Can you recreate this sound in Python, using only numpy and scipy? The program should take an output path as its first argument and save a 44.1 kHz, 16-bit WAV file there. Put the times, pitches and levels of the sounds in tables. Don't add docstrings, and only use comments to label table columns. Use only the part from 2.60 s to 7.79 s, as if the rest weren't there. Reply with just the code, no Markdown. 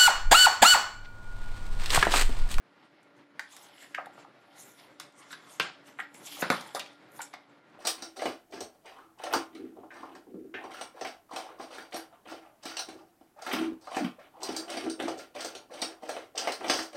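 import sys
import numpy as np
from scipy import signal
from scipy.fft import rfft, irfft
from scipy.io import wavfile

SR = 44100
rng = np.random.default_rng(int(sys.argv[2]) if len(sys.argv) > 2 else 0)


def ratio(d):
    e = np.asarray(d, float) / 20
    return 10 ** e


def digitize_waveform(pressure):
    field = np.atleast_2d(pressure).T
    bounded = np.clip(field, -1, 1)
    quanta = np.round(bounded * 32767).astype(np.int16)
    wavfile.write(sys.argv[1], SR, quanta)


N = 228702


def rms_one(x):
    return x / np.sqrt(np.mean(x ** 2) + 1e-30)


def at_hz(points, hz):
    table_hz, value = np.transpose(points)
    return np.interp(np.log(hz + 1), np.log(table_hz), value)


def in_time(rows):
    s, value = np.transpose(rows)
    return np.interp(np.arange(N) / SR, s, value)


def coloured(x, spectrum, outside_db=-60):
    below = (spectrum[0][0] / 1.5, outside_db)
    above = (spectrum[-1][0] * 1.3, outside_db)
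    hz = np.arange(len(x) // 2 + 1) * SR / len(x)
    return irfft(rfft(x) * ratio(at_hz([below, *spectrum, above], hz)), len(x))


def butter(x, order, hz, kind):
    return signal.sosfilt(signal.butter(order, hz, kind, fs=SR, output="sos"), x)


def resonance(x, hz, width_hz):
    r = np.exp(-np.pi * width_hz / SR)
    gain = (1 - r * r) / 2
    return signal.lfilter([gain, 0, -gain], [1, -2 * r * np.cos(2 * np.pi * hz / SR), r * r], x)


def drift(rate):
    r = np.exp(-2 * np.pi * rate / SR)
    wander = signal.lfilter([1], [1, -2 * r, r * r], rng.standard_normal(N + SR))
    return rms_one(wander[SR:])


def friction(per_s, spread_db, clump_db):
    sizes = ratio(spread_db * np.minimum(rng.exponential(1, N), 5)) * rng.choice([-1, 1], N)
    slips = rng.random(N) < per_s / SR
    return sizes * slips * ratio(clump_db * drift(74))


def patchy(x, edges, patchy_db, rate):
    bands = [butter(x, 2, pair, "band") for pair in zip(edges, edges[1:])]
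    return [band * ratio(patchy_db * drift(rate)) * (-1) ** k for k, band in enumerate(bands)]


def gestures(rows, rest_db, rest_share_db):
    t = np.arange(N) / SR
    roundness = 0.83
    main, second = ratio(2 * rest_db), ratio(2 * (rest_db + rest_share_db))
    for s, db, rise_s, fall_s, share_db in rows:
        away = np.abs(t - s) / np.where(t < s, max(rise_s, .002), max(fall_s, .002))
        power = ratio(2 * (db - 20 * np.minimum(away, 10) ** roundness))
        main = main + power
        second = second + power * ratio(2 * share_db)
    return 10 * np.log10(main), 10 * np.log10(second / main)


# frequency in Hz, level in dB per Hz.
ROOM_TONE = [(30, -54), (62, -28), (82, -51), (100, -20), (125, -11.5), (240, -11), (300, -6), (440, -11.5),
             (900, -14.5), (2100, -18), (2700, -25), (4200, -29), (8000, -45.5), (16000, -55)]
# frequency in Hz, width in Hz, level in dB.
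FAN_WHISTLES = [(288.9, 9.9, -72.5), (580, 14.7, -76.5), (1400, 14, -76), (3030, 2.2, -98),
                (10100, 27, -100)]
# time in seconds, gain in dB.
ROOM_SWELL = [(0, 1), (.8, 1), (1.3, 5), (2, 4), (2.8, 3.5), (3.6, 6), (4.3, 6.5), (4.8, 1.5), (5.19, 2.5)]


def background():
    room_noise, fan_noise = rng.standard_normal((2, N))
    tone = ratio(-61.5 - 3.0) * rms_one(coloured(room_noise, ROOM_TONE)) * ratio(2.43 * drift(10.3))
    fan = np.zeros(N)
    for hz, width_hz, db in FAN_WHISTLES:
        whistle = resonance(resonance(fan_noise, hz, width_hz), hz, width_hz)
        fan += ratio(db) * rms_one(whistle)
    return ratio(in_time(ROOM_SWELL)) * (tone + fan)


# delay in milliseconds, level in dB.
NEAR_ECHOES = [(6.5, -14), (11, -13), (18, -37), (25, -31)]
# frequency in Hz, time to fall 60 dB in seconds.
ROOM_DECAY = [(150, 0.36), (600, 0.3), (2000, 0.3), (6000, 0.29), (14000, 0.12)]


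def room(x):
    size = SR // 2
    t, tail = np.arange(size) / SR, np.zeros(size)
    white = rng.standard_normal((2, size))
    edges = 90 * 2 ** np.arange(0, 7.6, .75)
    for k, (low, high) in enumerate(zip(edges, edges[1:])):
        band = butter(white[k % 2], 2, [low, high], "band")
        tail += band * ratio(-60 * t / at_hz(ROOM_DECAY, np.sqrt(low * high)))
    tail *= np.clip((t - .002) / 0.0023, 0, 1)
    tail *= ratio(-8.5) / np.sqrt(np.sum(tail ** 2))
    for ms, echo_db in NEAR_ECHOES:
        tail[round(ms * SR / 1000)] += ratio(echo_db)
    return signal.fftconvolve(x, tail)[:N]


# frequency in Hz, level in dB per Hz.
SKIN_COLOUR = [(2940, -29), (5000, -6.5), (5540, -8), (7560, -2.5), (8210, -10.5), (9370, -3),
               (11100, -6.5), (13100, -10.5), (16000, -22)]
# peak in seconds, hiss in dB, rise in seconds, fall in seconds, brightness in dB.
FINGER_STROKES = [(.925, -53, 0.038, 0.1, -6.5), (1.03, -60.5, 0.087, 0.1, 0.5),
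                  (1.16, -85, .06, 0.089, 16), (2.08, -65, 0.17, 0.18, 2.5), (1.225, -58, 0.11, 0.15, -3),
                  (1.6, -69, 0.087, 0.087, -6), (1.809, -79, 0.13, 0.087, -5), (2.0, -52, 0.052, 0.19, -3),
                  (2.18, -70, 0.073, 0.13, 3), (2.59, -61, 0.044, .18, -15), (2.722, -51, 0.031, 0.045, -6),
                  (2.94, -55, 0.14, 0.072, -4), (3.27, -60, 0.034, 0.15, -6.5),
                  (3.666, -42.5, 0.037, 0.039, -11), (3.73, -49, 0.11, 0.18, 0),
                  (3.812, -40, 0.026, 0.034, 4), (4.078, -55, 0.021, 0.017, 2),
                  (4.565, -59, 0.043, 0.11, 5.5)]
# peak in seconds, hiss in dB, fall in seconds, brightness in dB.
EDGE_BRUSHES = [
    (.81, -65, .12, -8),
    (2.415, -56.5, 0.066, -8),
    (3.025, -50, 0.087, -34),
    (3.399, -54.5, 0.046, -5),
    (3.554, -57, 0.17, -2.5),
    (3.914, -45, 0.16, -2.5),
    (4.16, -51, 0.049, 5.5),
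    (4.209, -64.5, 0.21, -6),
    (4.622, -46.5, 0.06, -7),
    (4.74, -83, .04, -5),
]
# peak in seconds, hiss in dB, half width in seconds.
FAINT_TOUCHES = [
    (.255, -83, 0.067),
    (0.431, -81, 0.011),
    (.575, -78, 0.049),
    (1.461, -81, 0.013),
    (1.54, -68.5, 0.029),
    (4.332, -67.5, .03),
    (4.9, -77, .02),
    (5.1, -84, 0.12),
]


def strokes():
    brushes = [(s, db, 0.019, fall_s, bright_db) for s, db, fall_s, bright_db in EDGE_BRUSHES]
    touches = [(s, db, half_s, half_s, -9.5) for s, db, half_s in FAINT_TOUCHES]
    hiss_db, bright_db = gestures(FINGER_STROKES + brushes + touches, rest_db=-93.5, rest_share_db=-3)
    skin = coloured(friction(14000, spread_db=-1.5, clump_db=0.6), SKIN_COLOUR)
    bands = patchy(skin, np.geomspace(5200, 16200, 13), patchy_db=4.5, rate=9.2)
    body = rms_one(sum(bands[:6]))
    top = ratio(-1.0 + 0.65 * bright_db) * sum(bands[10:])
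    treble = rms_one(sum(bands[6:10]) + top)
    return ratio(hiss_db) * (body + ratio(bright_db) * treble)


# frequency in Hz, level in dB per Hz.
COVER_COLOUR = [(500, -1.5), (800, 9), (1500, 4), (2200, 7)]
# peak in seconds, rub in dB, rise and fall in seconds (over 20 dB), cover share in dB.
SHEET_DRAGS = [(.258, -68, 0.3, 0.086, 3.5), (.39, -70.5, 0.21, 0.14, 5.5), (.93, -59, 0.16, 0.9, 2.5),
               (1.244, -56, 0.24, 0.088, 1.5), (1.468, -69, 0.076, 0.028, 19),
               (1.604, -58, 0.068, 0.064, 2), (1.98, -60.5, 0.21, 0.32, 0.5), (2.195, -55, 0.046, .11, -1),
               (2.63, -60, 0.11, 0.13, 6), (2.73, -50.5, .04, 0.062, -7), (2.946, -60, 0.62, 0.15, 4),
               (3.05, -47, .05, 0.14, -1), (3.276, -59, 0.055, 0.099, 3), (3.566, -65.5, 0.11, 0.41, 3.5),
               (3.672, -45, 0.027, 0.055, -8.5), (3.725, -43.5, 0.083, 0.24, -9),
               (3.81, -53, 0.12, 0.094, -2)]
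# peak in seconds, rub in dB, fall in seconds, cover share in dB.
SHEET_SETTLES = [
    (.81, -68, 0.24, -10),
    (1.41, -81, 0.096, 21),
    (2.43, -55, 0.058, -10),
    (3.43, -58.5, 0.083, 5.5),
    (3.861, -46.5, 0.092, 3),
    (3.945, -45, 0.26, 1),
    (4.2, -55.5, 0.24, 1),
    (4.62, -53.5, 0.093, -4),
    (4.76, -67, 0.21, 10),
]
# time in seconds, frequency in Hz.
SHEET_TAUTNESS = [(0, 2880), (.78, 2830), (.92, 3600), (1.14, 3000), (1.45, 2670), (1.89, 2650),
                  (1.97, 4040), (2.3, 3140), (2.45, 4010), (2.62, 2930), (2.72, 3570), (3.1, 3045),
                  (3.56, 2724), (3.63, 3590), (3.88, 2676), (4.0, 3250), (4.6, 3775), (5.0, 2740)]


def slides():
    settles = [(s, db, 0.063, fall_s, share_db) for s, db, fall_s, share_db in SHEET_SETTLES]
    sheet_db, cover_share_db = gestures(SHEET_DRAGS + settles, rest_db=-89.5, rest_share_db=11.5)
    cover = coloured(friction(6000, spread_db=0.0, clump_db=2.0), COVER_COLOUR)
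    cover = rms_one(sum(patchy(cover, np.geomspace(420, 2500, 9), patchy_db=5.0, rate=3.3)))
    slips = friction(9000, spread_db=3.0, clump_db=1.5)
    broad = coloured(slips, [(2200, 1.0), (3500, 2.5), (5500, -2.5)])
    broad = rms_one(sum(patchy(broad, np.geomspace(1900, 6000, 9), patchy_db=0.0, rate=26.0)))
    low_noise = rms_one(butter(slips, 2, 250, "low"))
    carrier = np.sin(2 * np.pi * np.cumsum(in_time(SHEET_TAUTNESS)) / SR)
    gliding = low_noise * np.sqrt(2) * carrier
    sheet = 0.82 * broad + 0.5 * gliding
    return ratio(sheet_db) * (ratio(cover_share_db) * cover + sheet)


# start in seconds, peak in dB, centre in Hz.
EDGE_TICKS = [(0.4299, -55, 7200), (0.5664, -59, 4140), (0.7945, -28, 4030), (0.9655, -33, 7640),
              (1.348, -32, 5600), (1.3872, -80, 4000), (1.4484, -66, 8000), (2.1984, -45, 4030),
              (2.399, -25.5, 4600), (2.5237, -53, 4130), (2.9981, -16, 4060), (3.543, -39.5, 7340),
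              (3.9018, -16.5, 4170), (4.0104, -31.5, 4390), (4.1488, -22, 5960), (4.153, -34, 5170),
              (4.1949, -27.5, 5300), (4.2614, -44, 4610), (4.2714, -47, 4000), (4.5184, -48.5, 9820),
              (4.6169, -25, 7050), (4.7378, -38, 4200), (1.459, -46, 9000)]


def ticks():
    out, size = np.zeros(N + SR), 256
    t = np.arange(size) / SR
    for s, peak_db, hz in EDGE_TICKS:
        jolt = rng.standard_normal(size) * np.exp(-t / 0.0029)
        tick = butter(resonance(jolt, hz, 0.51 * hz) + 0.025 * jolt, 3000 and 2, 3000, "high")
        at = round(s * SR)
        out[at:at + size] += ratio(peak_db - 3.5) * tick / np.abs(tick).max()
    return out[:N]


# frequency in Hz, level in dB per Hz.
CRACK_COLOUR = [(3500, 30), (5000, 20.5), (6300, 10.5), (8000, -7.5), (11000, -2.5), (15500, -53)]


def snaps(events, width, overtone, rise_ms):
    out, size = np.zeros(N + SR), 2048
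    t = np.arange(size) / SR
    push = np.exp(-((t - .0012) / 0.00014) ** 2)
    thump = resonance(push, 250, 155) + 0.31 * resonance(push, 467, 195)
    thump = thump / np.abs(thump).max()
    for s, peak_db, hz, crack_db, thump_db, ms in events:
        jolt_noise, crack_noise = rng.standard_normal((2, size))
        length = max(ms, .3) / 1000
        jolts = jolt_noise * np.exp(-t / length * 0.73) * np.minimum(1000 * t / rise_ms, 1)
        jolts[24] += 4.0
        soft = butter(jolts, 3, [0.41 * hz, 1.75 * hz], "band")
        sheet = resonance(soft, hz, width * hz) - overtone * resonance(soft, 2.15 * hz, width * 2 * hz)
        sheet = sheet / np.abs(sheet).max()
        crack = coloured(crack_noise, CRACK_COLOUR) * np.exp(-t / length * 0.4) * np.minimum(t / 0.00032, 1)
        crack = butter(crack, 2, 3500, "high")
        crack = crack / np.abs(crack).max()
        snap = sheet + ratio(crack_db + 13.5) * crack + ratio(thump_db + 8) * thump
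        at = round(s * SR) - 12
        out[at:at + size] += ratio(peak_db - 3.5) * snap
    return butter(out[:N], 4, 110, "high")


def of_kind(rows, crack_db, thump_db):
    return [(s, db, hz, crack_db, thump_db, ms) for s, db, hz, ms in rows]


# start in seconds, peak in dB, centre in Hz, length in milliseconds.
CORNER_FLICKS = [
    (2.4, -30.5, 1400, 2),
    (2.407, -38, 2010, 4.8),
    (4.148, -21.5, 720, 3),
    (4.155, -30.5, 1690, 8.1),
    (4.195, -25.5, 3330, 5.8),
    (4.2, -28, 2480, 4.4),
    (4.261, -35, 2580, 2.1),
    (4.591, -37.5, 1480, 2.6),
    (4.618, -41, 1780, 6.3),
    (4.731, -42, 2250, 4.6),
]
# start in seconds, peak in dB, centre in Hz, length in milliseconds,
# pushed air in dB.
PAGE_SLAPS = [(2.999, -10, 1510, 1.5, -26), (2.9975, -26, 373, 5, -6), (3.005, -16.5, 2380, 8.1, -15.5),
              (3.546, -41, 2330, 4.6, -6), (3.821, -19, 1470, 9.3, -35), (3.825, -16.5, 756, 2.7, -7.5),
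              (3.831, -30, 816, 1.8, -5), (3.838, -22.5, 1470, 8.8, -41), (3.901, -14.5, 1280, 2.3, -5),
              (3.9015, -18, 556, 8.8, -10.5), (3.918, -18.5, 1170, 9.9, -36), (4.147, -32.5, 408, 4.6, -9)]


def flat_pages():
    slaps = [(s, db, hz, -24.5, air_db, ms) for s, db, hz, ms, air_db in PAGE_SLAPS]
    flicks = of_kind(CORNER_FLICKS, crack_db=-19.5, thump_db=-33)
    return snaps(slaps + flicks, width=0.31, overtone=0.077, rise_ms=0.28)


# start in seconds, peak in dB, sheet pitch in Hz, length in milliseconds.
CRISP_CREASES = [
    (.965, -41.5, 1600, 4.6),
    (1.458, -40.5, 1470, 1.5),
    (2.706, -37.5, 1440, 12),
    (2.728, -30, 1480, 5.1),
    (3.769, -35.5, 806, 1.4),
    (4.011, -39, 1340, 3.7),
    (4.107, -46, 1380, 1.4),
    (4.738, -34, 1960, 3.8),
    (4.876, -53, 904, 1.3),
]
# start in seconds, peak in dB, sheet pitch in Hz,
# length in milliseconds.
SHEET_BUCKLES = [(.794, -18.5, 1530, 1.3), (.7945, -29.5, 900, 3.3), (1.3445, -29.5, 1990, 2.9),
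                 (1.3475, -18.5, 1846, 1.8), (1.348, -34, 3000, 0.83), (1.378, -23, 1300, 8.3),
                 (1.385, -22.5, 734, 1.67), (1.396, -26, 1070, 1.7), (1.402, -57, 1020, 3.9),
                 (1.42, -62, 810, 7.3), (1.468, -32, 790, 1.2), (1.578, -36.5, 824, 3.3),
                 (1.646, -38, 815, 2.8), (3.388, -25.5, 1800, 2.8), (3.391, -30.5, 780, 2.05),
                 (3.392, -24, 1400, 8), (3.401, -21.5, 1950, 2.7), (3.902, -6.5, 1366, 2.05),
                 (4.164, -26.5, 1210, 9.2), (4.158, -31, 560, 10.4), (4.176, -34.5, 960, 6.5),
                 (4.592, -27, 870, 6.8), (4.604, -27, 1440, 4.4), (5.147, -46, 830, 2.7),
                 (3.785, -35.5, 650, 15), (4.737, -30, 825, 5.4), (2.732, -40, 1580, 8)]


def bent_sheets():
    buckles = of_kind(SHEET_BUCKLES, crack_db=-52, thump_db=-46)
    creases = of_kind(CRISP_CREASES, crack_db=-19.5, thump_db=-23)
    return snaps(buckles + creases, width=.2, overtone=.2, rise_ms=1.2)


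def scene():
    pages = bent_sheets() + flat_pages() + ticks()
    return (pages + room(pages) + slides() + strokes() + background())[None]


def top_cut(x):
    return signal.sosfilt(signal.butter(12, 16410, fs=SR, output="sos"), x)


def record(dry):
    thin = butter(dry, 2, 40, "high")
    thin = signal.sosfilt(signal.cheby2(10, 50, 16500, fs=SR, output="sos"), thin)
    return top_cut(thin)


dry = scene()
out = record(dry)
digitize_waveform(out)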